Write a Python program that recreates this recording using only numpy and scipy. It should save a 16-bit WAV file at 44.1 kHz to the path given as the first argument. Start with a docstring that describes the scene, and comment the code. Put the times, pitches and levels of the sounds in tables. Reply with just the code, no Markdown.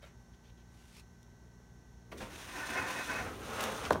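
"""A quiet room with mains hum and a faint whine opens the scene; a foot scuffs and a frame is tapped.
In its wood and glass enclosure a monitor lizard then gives a few puffs and one soft swelling hiss.
It shifts its feet and moves off with a long hissing rasp, scales scraping over a plastic tub's rim.
Breath is filtered grainy noise, friction is clumped random slips, and knocks are decaying modes.
Claw ticks are short noise bursts; panes and enclosure add reflections."""
import sys
import numpy as np
from scipy import signal
from scipy.fft import rfft, irfft
from scipy.io import wavfile

SR = 44100
rng = np.random.default_rng(int(sys.argv[2]) if len(sys.argv) > 2 else 0)


def waveform_to_disk(signal):
    """Save audio, clipped to [-1, 1], as 16-bit WAV at the path in sys.argv[1]."""
    frames = np.transpose(np.atleast_2d(signal))
    scaled = np.clip(frames, -1, 1) * 32767
    samples = np.round(scaled).astype(np.int16)
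    wavfile.write(sys.argv[1], SR, samples)


N = 176400
TIME = np.arange(N) / SR

# Room floor: colour (frequency [Hz], level per Hz [dB])
FLOOR_COLOUR = [(25, -38), (45, 2), (140, -5), (280, -14.5), (400, -12), (520, -21), (900, -18.5),
                (1200, -25.5), (2000, -27.5), (2300, -33.5), (4400, -33), (4950, -40), (5500, -27),
                (6500, -28.5), (7600, -38.5), (15800, -46)]
FLOOR_DB = -59.5
# Mains hum and whine: steady tones (frequency [Hz], rms level [dB])
HUM_TONES = [(59.2, -62.5), (118.4, -65), (177.6, -68.5), (236.9, -70), (1534, -76), (1949, -81.5)]

# Foot scuffs (time [s], length [s], gain [dB], tilt [dB per octave])
SCUFFS = [(0.015, 0.11, -64, 1.5), (2.1155, 0.027, -50.5, -0.5), (2.203, 0.048, -44.5, -1.5),
          (2.224, 0.081, -49, -4.5), (3.624, 0.036, -44, 7), (3.835, 0.045, -41, -1),
          (3.923, 0.015, -44.5, 6)]
# Scuff colour (frequency [Hz], level per Hz [dB])
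SCUFF_COLOUR = [(150, 2.5), (350, -3), (600, 2), (1400, 1), (2400, -0.5), (4000, -8), (7000, -13.5),
                (15800, -25.5)]

# Light taps on the wooden frame (time [s], gain [dB])
TAPS = [(.0295, -51), (.04, -49)]
# Modes of the wooden frame (frequency [Hz], level [dB], decay by 60 dB [s])
FRAME_MODES = [(596, 5, 0.033), (1350, 3.5, 0.013), (2210, -11, 0.061), (3140, -10, 0.087),
               (3760, -6.5, 0.039)]
# Thuds and knocks of the body against the tub (time [s], gain [dB], contact [s])
KNOCKS = [(1.6, -59, 0.00045), (2.127, -34.5, 0.0031), (2.206, -26, 0.018), (3.9074, -15, 0.00011),
          (3.922, -10, 0.013), (3.9564, -28, 0.000092), (3.964, -20, 0.016)]
# Modes of the tub (frequency [Hz], level [dB], decay by 60 dB [s])
TUB_MODES = [(86, -19.5, 0.19), (165, -18.5, 0.19), (294, -14.5, 0.086), (491, -2.5, 0.043),
             (626, 8.5, 0.017), (980, 9.5, 0.01), (1490, -0.5, 0.018), (4340, -22, 0.013)]
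RISE_CYCLES = 1.2  # each mode builds up over this many cycles, so the bass is last to fill out
# Bending wave in the tub's thin wall: treble arrives first, so the pitch falls
BEND_START_HZ, BEND_FALL_S = 1058, 0.032  # the pitch is a quarter of its start after the fall time
BEND_DB, BEND_SWELL_S = -5, 0.012  # gain; time of the loudest point

# Short puffs of air (time [s], length before the fade [s], level [dB])
PUFFS = [(0.323, .02, -74), (0.431, 0.076, -70.5), (0.568, 0.038, -71.5)]
# Puff colour (frequency [Hz], level per Hz [dB])
PUFF_COLOUR = [(1200, -10), (3200, 3), (9000, -21)]
# Soft hiss: swells, is pushed near the end and is cut off
HISS_START_S, HISS_PUSH_S, HISS_END_S = 0.65, 0.93, 1.0
HISS_ATTACK_S, HISS_RELEASE_S = 0.09, 0.014
HISS_END_DB, HISS_SWELL_DB_PER_S, HISS_PUSH_DB = -62, 38, 4  # the push adds to the end level
# Hiss colour (frequency [Hz], level per Hz [dB])
HISS_COLOUR = [(500, -7), (2100, 2), (3000, 1.5), (6000, -2), (7600, -3.5), (9200, -4), (15800, -15)]
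# Hiss resonances (frequency [Hz], width [Hz], gain [dB])
HISS_PEAKS = [(2560, 85, 3.9), (4230, 91, 5.3), (5580, 150, 1)]

# Claw and grit ticks (time [s], gain [dB], tilt [dB per octave])
TICKS = [(0.347, -62, -2), (1.23, -56, 3), (3.6062, -26, -9), (3.609, -32.5, 12), (3.6385, -29.5, 5),
         (3.853, -33, -7), (3.9066, -30.5, -6), (3.9315, -34, -3)]
# Tick colour (frequency [Hz], level per Hz [dB])
TICK_COLOUR = [(300, -34), (1500, -3), (3500, -1), (7000, -2.5), (15800, -24)]
TICK_DECAY_S = 0.0016

# Weight shifting on the floor (time [s], level [dB])
WEIGHT_LEVEL = [(2.1, -61.5), (2.135, -49.5), (2.22, -49), (2.42, -57.5), (2.7, -65), (2.8, -44),
                (2.92, -62.5), (3.25, -45.5), (3.45, -48.5), (4.0, -50)]
# Weight colour (frequency [Hz], level per Hz [dB])
WEIGHT_COLOUR = [(30, -22), (65, 9), (130, -2), (220, -4), (400, -0.5), (1500, -35)]
# Scales sweeping over grit (time [s], level [dB])
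SWEEP_LEVEL = [(2.165, -74), (2.18, -54), (2.225, -53), (2.29, -60.5), (2.34, -52.5), (2.5, -51.5),
               (2.62, -47), (2.85, -48.5), (2.885, -45), (3.17, -46.5), (3.26, -53.5), (3.37, -57),
               (3.46, -51), (3.63, -45), (3.89, -49), (3.99, -62)]
# Sweep colour (frequency [Hz], level per Hz [dB])
SWEEP_COLOUR = [(2000, 7.5), (3600, 9), (4800, 2), (6200, 7), (7800, -1.5), (9000, 3.5), (9950, 0.5),
                (10250, -4), (15800, -7)]

# Pushes of the long rasp (time [s], length before the fade [s], level [dB])
RASP_PUSHES = [(2.276, 0.18, -55), (2.46, 0.076, -48.5), (2.529, 0.11, -42), (2.669, .34, -39.5),
               (2.738, 0.045, -36), (3.068, 0.14, -38)]
RASP_ATTACK_S, RASP_RELEASE_S = 0.035, 0.049
# Rasp colour (frequency [Hz], level per Hz [dB])
RASP_COLOUR = [(120, -18), (220, -1), (480, -1.5), (1500, -2.5), (2600, -6), (3100, -20.5), (6000, -18.5),
               (9000, -51)]
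# Enclosure resonances in the rasp (frequency [Hz], width [Hz], gain [dB])
RASP_PEAKS = [(726, 25, 3.4), (1006, 87, 3.7), (1510, 73, 9.4), (1810, 71, 6.4), (2144, 12, 3.2),
              (2550, 38, 7.6)]

# Scrape on the tub (time [s], level [dB])
SCRAPE_LEVEL = [(3.27, -44), (3.38, -53), (3.45, -46.5), (3.52, -42.5), (3.58, -39.5), (3.64, -37.5),
                (3.7, -39), (3.76, -44.5), (3.83, -41), (3.895, -44.5)]
# Scrape colour (frequency [Hz], level per Hz [dB])
SCRAPE_COLOUR = [(110, -30), (200, -2.5), (310, -17.5), (450, -1), (1300, -1), (3000, -15.5), (7000, -38),
                 (10000, -45)]
# Tub resonances in the scrape (frequency [Hz], width [Hz], gain [dB])
TUB_PEAKS = [(238, 25.5, 9.5), (432, 28, 5.5), (1286, 87, -4), (2870, 160, -1)]

# Resonances shift in pitch (share, rms) and strength (rms) as the animal moves
SHIFT_SHARE, SHIFT_DB, SHIFT_HZ = 0.01, 2, 9
# Nearby panes and walls (echo delay [s], gain [linear])
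PANES = [(.0037, 0.18), (.0075, 0.29), (0.0136, .32), (.027, 0.26)]
PATH_WANDER_S = 0.000242  # rms change of each echo delay as the lizard moves
# Enclosure decay (frequency [Hz], decay by 60 dB [s])
BOX_DECAY = [(100, 0.11), (1000, 0.33), (15000, 0.027)]
EDGE_HZ = 15850  # top of the recorder's band


def amp(db):
    """Decibels to gain."""
    return 10 ** (np.asarray(db) / 20)


def unit(x):
    """Scales to rms 1."""
    return x / np.sqrt(np.mean(x ** 2) + 1e-20)


def read(points, hz):
    """Reads a table on a log-frequency axis."""
    f, value = np.transpose(points)
    return np.interp(np.log(hz + 1), np.log(f + 1), value)


def level(points, fade_db_per_s=400):
    """Gain from a level curve that fades outside its ends."""
    s, db = np.transpose(points)
    outside_s = abs(TIME - np.clip(TIME, s[0], s[-1]))
    return amp(np.interp(TIME, s, db) - fade_db_per_s * outside_s)


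def add(mix, s, sound):
    """Mixes a sound in at a time."""
    part = mix[round(s * SR):][:len(sound)]
    part += sound[:len(part)]


def stroke(s, hold_s, attack_s, release_s, t=TIME):
    """Straight rise, then an exponential release once the hold, counted from the start, is over."""
    rise = np.clip((t - s) / attack_s, 0, 1)
    return rise * np.exp(-np.clip((t - s - hold_s) / release_s, 0, 20))


def colour(x, points, tilt_db=0):
    """Gives x a spectrum and a tilt per octave, at rms 1."""
    hz = np.fft.rfftfreq(len(x), 1 / SR)
    gain = amp(read(points, hz) + tilt_db * np.log2(hz / 1000 + 0.044))
    return unit(irfft(rfft(x) * gain, len(x)))


def drift(rate_hz, size=25):
    """Slow random motion, rms 1, drawn on every size-th sample."""
    coarse = TIME[::size]
    hz = np.fft.rfftfreq(len(coarse), size / SR)
    spectrum = rfft(rng.standard_normal(len(coarse))) / (1 + (hz / rate_hz) ** 4)
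    return np.interp(TIME, coarse, unit(irfft(spectrum, len(coarse))))


def friction(per_s, spread_db, clump_db, clump_hz):
    """Tiny slips of uneven size that come in clumps."""
    size = amp(spread_db * np.minimum(rng.exponential(1, N), 4)) * rng.choice([-1, 1], N)
    slips = size * (rng.random(N) < per_s / SR)
    return unit(slips * amp(clump_db * drift(clump_hz)))


def resonate(x, peaks):
    """Adds resonances that each wander in pitch and strength."""
    out = x
    for hz, width, db in peaks:
        wandering_hz = hz * (1 + SHIFT_SHARE * drift(SHIFT_HZ))
        turn = np.exp(2j * np.pi * np.cumsum(wandering_hz) / SR)
        r = np.exp(-np.pi * width / SR)
        # Shift the resonance down to 0 Hz, smooth there, and shift back up
        ring = 2 * (turn * signal.lfilter([1 - r], [1, -r], x / turn)).real
        out = out + amp(db + SHIFT_DB * drift(SHIFT_HZ)) * ring
    return out


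def panes(x):
    """Early reflections comb the sound; the pattern shifts slowly. Rms 1."""
    echoes = 0
    for s, gain in PANES:
        echoes = echoes + gain * np.interp(TIME - s - PATH_WANDER_S * drift(1), TIME, x)
    return unit(x + echoes)


def room():
    """Steady noise floor with mains hum and a thin, slightly wavering whine."""
    hum = np.zeros(N)
    for hz, db in HUM_TONES:
        waver = 0.082 * drift(9)  # phase, radians
        hum += amp(db) * np.sqrt(2) * np.sin(2 * np.pi * hz * TIME + waver)
    return hum + amp(FLOOR_DB) * colour(rng.standard_normal(N), FLOOR_COLOUR)


def scuffs(attack_share=0.064, release_share=0.25):
    """Short strokes of a foot, made of slips; longer ones swell and fade more slowly."""
    out, t = np.zeros(N), TIME[:SR // 4]
    slips = panes(friction(per_s=6000, spread_db=3, clump_db=1.5, clump_hz=147))
    for s, length, db, tilt_db in SCUFFS:
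        grain = colour(np.roll(slips, -round(s * SR))[:len(t)], SCUFF_COLOUR, tilt_db)
        shape = stroke(0, length / 2, attack_share * length, release_share * length, t)
        add(out, s, amp(db) * shape * grain)
    return out


def struck(t, modes, contact_s):
    """Modes build up and decay; a longer contact gives a duller blow."""
    out = np.zeros(len(t))
    for hz, db, t60 in modes:
        envelope = np.minimum(t * hz / RISE_CYCLES, 1) * amp(db - 60 * t / t60)
        out += envelope * np.sin(2 * np.pi * hz * t) / np.hypot(1, hz * contact_s)
    return out


def bend(t, contact_s):
    """A bending wave that sinks from a clack to a low boom."""
    hz = BEND_START_HZ / (1 + t / BEND_FALL_S) ** 2
    age = t / BEND_SWELL_S
    wave = np.sin(2 * np.pi * np.cumsum(hz) / SR)
    return amp(BEND_DB) * age * np.exp(-age) * wave / np.hypot(1, hz * contact_s)


def knocks():
    """Light taps ring the frame's modes; the body's blows ring the tub's modes and bend its wall."""
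    out, t = np.zeros(N), np.arange(SR // 3) / SR
    for s, db in TAPS:
        add(out, s, amp(db) * struck(t, FRAME_MODES, 0))
    for s, db, contact_s in KNOCKS:
        add(out, s, amp(db) * (struck(t, TUB_MODES, contact_s) + bend(t, contact_s)))
    return out


def soft_hiss():
    """Grainy air: a few puffs, then a stream that swells, resonates on the last push and stops short."""
    air = friction(per_s=4300, spread_db=1.5, clump_db=2.0, clump_hz=70)
    puffs = np.zeros(N)
    for s, length, puff_db in PUFFS:
        puffs += amp(puff_db) * stroke(s, length, HISS_RELEASE_S, HISS_RELEASE_S)
    push = np.clip((TIME - HISS_PUSH_S) / 0.045 + 0.5, 0, 1)
    swell_db = HISS_SWELL_DB_PER_S * np.minimum(TIME - HISS_END_S, 0)
    gain = amp(HISS_END_DB + swell_db + HISS_PUSH_DB * push)
    gate = stroke(HISS_START_S, HISS_END_S - HISS_START_S, HISS_ATTACK_S, HISS_RELEASE_S)
    plain = panes(colour(air, HISS_COLOUR))
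    resonant = panes(colour(resonate(air, HISS_PEAKS), HISS_COLOUR))
    stream = gain * gate * ((1 - push) * plain + push * resonant)
    return stream + puffs * panes(colour(air, PUFF_COLOUR))


def ticks():
    """Claws and grains of grit snap against hard surfaces: fast-decaying bursts of noise."""
    out, t = np.zeros(N), np.arange(2048) / SR
    for s, db, tilt_db in TICKS:
        snap = colour(rng.standard_normal(len(t)), TICK_COLOUR, tilt_db)
        add(out, s, amp(db) * np.exp(-t / TICK_DECAY_S) * snap)
    return out


def crawl():
    """Fine grit slips under the scales, over the low rumble of shifting weight."""
    slips = friction(per_s=9000, spread_db=1.5, clump_db=1.33, clump_hz=59)
    grit = panes(colour(slips, SWEEP_COLOUR))
    weight = colour(rng.standard_normal(N), WEIGHT_COLOUR)
    return level(SWEEP_LEVEL) * grit + level(WEIGHT_LEVEL) * weight


def rasp():
    """A fluttering, grainy hiss that comes in pushes and rings the enclosure's resonances."""
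    power = np.zeros(N)
    for s, length, db in RASP_PUSHES:
        power += (amp(db) * stroke(s, length, RASP_ATTACK_S, RASP_RELEASE_S)) ** 2
    flutter = friction(per_s=10000, spread_db=1.0, clump_db=0.5, clump_hz=71)
    return np.sqrt(power) * panes(colour(resonate(flutter, RASP_PEAKS), RASP_COLOUR))


def scrape():
    """Belly scales catch on the rim of the tub; their slips ring its resonances."""
    slips = friction(per_s=2800, spread_db=1.5, clump_db=1.5, clump_hz=61)
    return level(SCRAPE_LEVEL) * panes(colour(resonate(slips, TUB_PEAKS), SCRAPE_COLOUR))


def enclosure(x):
    """Dense short reflections between wood and glass, each band with its own decay."""
    count = SR // 3
    after_gap = np.arange(count) > 0.003 * SR
    taps = rng.standard_normal(count) * (rng.random(count) < 0.1) * after_gap
    hz, t, z = signal.stft(taps, SR, nperseg=256)
    decay = amp(-60 * t / read(BOX_DECAY, hz)[:, None])
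    tail = signal.istft(z * decay, SR, nperseg=256)[1]
    return signal.fftconvolve(x, tail / np.linalg.norm(tail))[:N]


def scene():
    """Everything reaches one microphone, the same in both channels."""
    contacts, blows = scuffs() + ticks(), knocks()
    echoes = enclosure(amp(-8) * contacts + amp(-14.5) * blows)
    mono = room() + contacts + blows + soft_hiss() + crawl() + rasp() + scrape() + echoes
    return np.array([mono, mono])


def record(dry):
    """The microphone's bass cut and the recorder's band limit."""
    bass_cut = signal.butter(3, 36, "highpass", fs=SR, output="sos")
    cut = signal.sosfilt(bass_cut, dry)
    band_limit = signal.firwin(801, EDGE_HZ, window=("kaiser", 9), fs=SR)
    return signal.oaconvolve(cut, band_limit[None], "same")


dry = scene()
out = record(dry)
waveform_to_disk(out)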